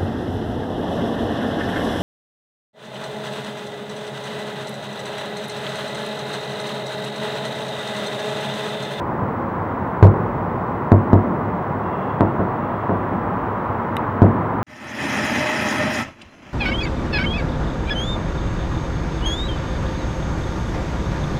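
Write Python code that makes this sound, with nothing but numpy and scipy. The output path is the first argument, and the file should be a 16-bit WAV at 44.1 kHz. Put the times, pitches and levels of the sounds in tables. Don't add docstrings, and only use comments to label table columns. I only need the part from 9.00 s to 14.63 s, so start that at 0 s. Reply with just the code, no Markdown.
import sys
import numpy as np
from scipy import signal
from scipy.fft import rfft, irfft, next_fast_len
from scipy.io import wavfile

SR = 44100
rng = np.random.default_rng(int(sys.argv[2]) if len(sys.argv) > 2 else 0)


def waveform_to_disk(signal):
    frames = np.transpose(np.atleast_2d(signal))
    scaled = np.clip(frames, -1, 1) * 32767
    samples = np.round(scaled).astype(np.int16)
    wavfile.write(sys.argv[1], SR, samples)


N = 248283
TIME_S = np.arange(N) / SR

# arrival_s, level_db, pulse_ms, front_cutoff_hz, wall_scatter_db
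SHELLS = [(0.222, -14, 2.9, 500, 4.5), (1.0273, 3, 3.84, 900, 3), (1.0293, 0.5, 3.7, 700, -0.5),
          (1.9188, 5.5, 2.33, 647, -4), (2.1314, 7, 1.98, 378, -2.5), (3.2078, 2.2, 1.34, 1500, 1.5),
          (3.393, -6, 1.45, 500, 8.5), (3.717, -6, .45, 1300, -10), (3.894, -4, 1.57, 1500, 3.5),
          (4.115, -13.5, 2.1, 253, 13), (5.2192, 6, 2.2, 378, 1.5)]
def fireworks(walls_db=-10, city_db=-18):
    direct, scattered = np.zeros((2, N))
    for arrival_s, level_db, pulse_ms, front_cutoff_hz, wall_scatter_db in SHELLS:
        pulse = from_db(level_db) * blast(arrival_s, pulse_ms, front_cutoff_hz)
        direct += pulse
        scattered += from_db(wall_scatter_db) * pulse
    walls = from_db(walls_db) * echoes(scattered, t60_s=0.41, build_s=0.0023)
    city = from_db(city_db) * echoes(direct, t60_s=2.44, build_s=0.084)
    return balcony(flutter(direct) + city) + walls


def blast(arrival_s, pulse_ms, front_cutoff_hz, air_cutoff_hz=1400):
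    age = np.clip((TIME_S - arrival_s) / (pulse_ms / 1000), -50, 50)
    dip = -0.8 * np.exp(-abs(age) / 0.31)
    shock = (1 - age) * np.exp(-abs(age))
    pulse = np.where(age > 0, shock, dip)
    path = np.vstack([butter(60, "high", order=1),
                      butter(front_cutoff_hz, "low", order=1),
                      butter(air_cutoff_hz, "low", order=4)])
    return signal.sosfilt(path, pulse + 1e-18)


# delay_ms, gain_db
REFLECTIONS = [(4.6, -16), (8.9, -6), (11.8, -15.5), (21.6, -8), (30.8, -21.5), (41.8, -16), (51.6, -17)]
def flutter(x):
    return x + sum(from_db(gain_db) * np.interp(TIME_S - delay_ms / 1000, TIME_S, x)
                   for delay_ms, gain_db in REFLECTIONS)


# pitch_hz, gain_db, t60_s
BALCONY_MODES = [(55, 10.5, 0.21), (100.3, 16.5, .22), (138.6, 4.5, 0.25), (176, 3, 0.21),
                 (198.6, -1.5, 0.58), (231, 4, 0.3), (262.6, -2, 0.21), (332.4, 6, 0.39),
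                 (367.5, 6.5, 0.28), (599, 3, .2), (690, 2, 0.31)]
def balcony(x):
    return x + sum(from_db(gain_db) * resonate(x, pitch_hz, t60_s)
                   for pitch_hz, gain_db, t60_s in BALCONY_MODES)


# freq_hz, gain_db
ECHO_SPECTRUM = [(30, -9), (80, -15), (180, 4.5), (400, 0), (900, 1.5), (1500, -5), (3000, -16.5)]
def echoes(x, t60_s, build_s):
    envelope = (1 - np.exp(-TIME_S / build_s)) * decay(TIME_S, t60_s)
    response = coloured_noise(ECHO_SPECTRUM) * envelope / np.sqrt(np.sum(envelope ** 2))
    return signal.fftconvolve(x, response)[:N]


# freq_hz, density_db
ENGINE_SPECTRUM = [(20, -26), (38, -17), (55, -11.5), (78, 0.5), (100, -5), (130, 1.5), (200, 2),
                   (300, 0.5), (450, -6.5), (650, -17.5), (1000, -24)]
TYRE_SPECTRUM = [(200, -8), (450, -1), (700, -1.5), (850, 0), (1000, 1.5), (1250, -5), (1600, -13),
                 (2050, -17.5), (2350, -31), (3000, -41), (4200, -52.5), (8000, -64.5)]
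def traffic(engines_db=-27, tyres_db=-26):
    engines = from_db(engines_db) * unit_rms(balcony(coloured_noise(ENGINE_SPECTRUM)))
    tyres = from_db(tyres_db) * coloured_noise(TYRE_SPECTRUM)
    return engines + tyres


# freq_hz, density_db
PASSING_SPECTRUM = [(400, -11.5), (1000, 3), (1400, -5), (2050, -18), (2600, -26), (3400, -35),
                    (4500, -51.5)]
def passing_car(closest_s=5.02, half_power_s=1.33, closest_db=-30):
    nearness = 1 / np.hypot(1, (TIME_S - closest_s) / half_power_s)
    return from_db(closest_db) * nearness * coloured_noise(PASSING_SPECTRUM)


# start_s, level_db
SQUEALS = [(2.78, -53.5), (3.519, -58.5)]
# pitch_hz, t60_s, gain_db
SQUEAL_MODES = [(2730, 0.019, 1), (3050, 0.012, -9), (3330, 0.013, -5.5)]
def squeals(attack_s=0.16, hold_s=0.14, release_t60_s=1.6):
    noise = rng.standard_normal(N)
    tone, envelope = np.zeros((2, N))
    for pitch_hz, t60_s, gain_db in SQUEAL_MODES:
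        band = resonate(noise, pitch_hz, t60_s)
        tone += from_db(gain_db) * resonate(band, pitch_hz, t60_s)
    for start_s, level_db in SQUEALS:
        swell = np.clip((TIME_S - start_s) / attack_s, 0, 1)
        release_age_s = np.maximum(TIME_S - start_s - attack_s - hold_s, 0)
        envelope += from_db(level_db) * swell * decay(release_age_s, release_t60_s)
    return envelope * unit_rms(tone)


# start_s, ring_db, snap_db
TICK = (4.9674, -23, -30)
# pitch_hz, gain_db, t60_s
BODY_MODES = [(2050, 2, 0.017), (2600, -0.5, 0.012), (2930, 1, 0.017), (3710, -2, 0.017),
              (3930, -11, 0.027), (5350, -12, 0.0064), (8400, -12, .007), (12300, -6, 0.0046)]
# freq_hz, density_db
SNAP_SPECTRUM = [(1200, -2), (2000, 4), (3700, -3), (4400, -18), (9000, -13), (10500, -25), (12400, -14),
                 (15000, -27)]
def camera_tick(snap_t60_s=0.014):
    start_s, ring_db, snap_db = TICK
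    age_s = np.maximum(TIME_S - start_s, 0)
    ring = sum((-1) ** k * from_db(gain_db) * np.sin(2 * np.pi * pitch_hz * age_s) * decay(age_s, t60_s)
               for k, (pitch_hz, gain_db, t60_s) in enumerate(BODY_MODES))
    snap = (age_s > 0) * coloured_noise(SNAP_SPECTRUM) * decay(age_s, snap_t60_s)
    return from_db(ring_db) * ring + from_db(snap_db) * snap


def camera_whine(pitch_hz=15714, rms_db=-70.5):
    return from_db(rms_db) * np.sqrt(2) * np.sin(2 * np.pi * pitch_hz * TIME_S)


# freq_hz, density_db
HISS_SPECTRUM = [(1500, -19), (2400, 6.5), (2900, -1.5), (3150, -2.5), (3450, -7), (3900, -10.5),
                 (4300, -14.5), (5300, -20), (7000, -22.5), (10000, -22.5), (15000, -28)]
def microphone_hiss(rms_db=-56.5):
    return from_db(rms_db) * coloured_noise(HISS_SPECTRUM)


def coloured_noise(spectrum):
    points_hz, points_db = np.transpose(spectrum)
    size = next_fast_len(N)
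    freq_hz = np.maximum(np.fft.rfftfreq(size, 1 / SR), 1)
    gain = from_db(np.interp(np.log(freq_hz), np.log(points_hz), points_db))
    skirts = np.minimum(freq_hz / points_hz[0], 1) ** 2 * np.minimum(points_hz[-1] / freq_hz, 1) ** 2
    white = rfft(rng.standard_normal(size))
    return unit_rms(irfft(white * gain * skirts, size)[:N])


def resonate(x, pitch_hz, t60_s):
    radius = decay(1 / SR, t60_s)
    zeros = np.array([1, 0, -1]) * (1 - radius ** 2) / 2
    poles = [1, -2 * radius * np.cos(2 * np.pi * pitch_hz / SR), radius ** 2]
    return signal.lfilter(zeros, poles, x + 1e-18)


def butter(cutoff_hz, kind, order):
    return signal.butter(order, cutoff_hz, kind, fs=SR, output="sos")


def decay(age_s, t60_s):
    return from_db(-60 * np.minimum(age_s / t60_s, 10))


def from_db(db):
    return 10 ** (db / 20)


def unit_rms(x):
    return x / np.sqrt(np.mean(x ** 2) + 1e-20)


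def scene():
    outdoors = fireworks() + traffic() + passing_car() + squeals()
    return (outdoors + camera_tick() + camera_whine() + microphone_hiss())[None]


def record(dry, ceiling=0.99, cutoff_hz=16000):
    clipped = np.clip(dry, -ceiling, ceiling)
    lowpass = signal.ellip(10, 0.1, 80, cutoff_hz, fs=SR, output="sos")
    return signal.sosfilt(lowpass, clipped)


dry = scene()
out = record(dry)
waveform_to_disk(out)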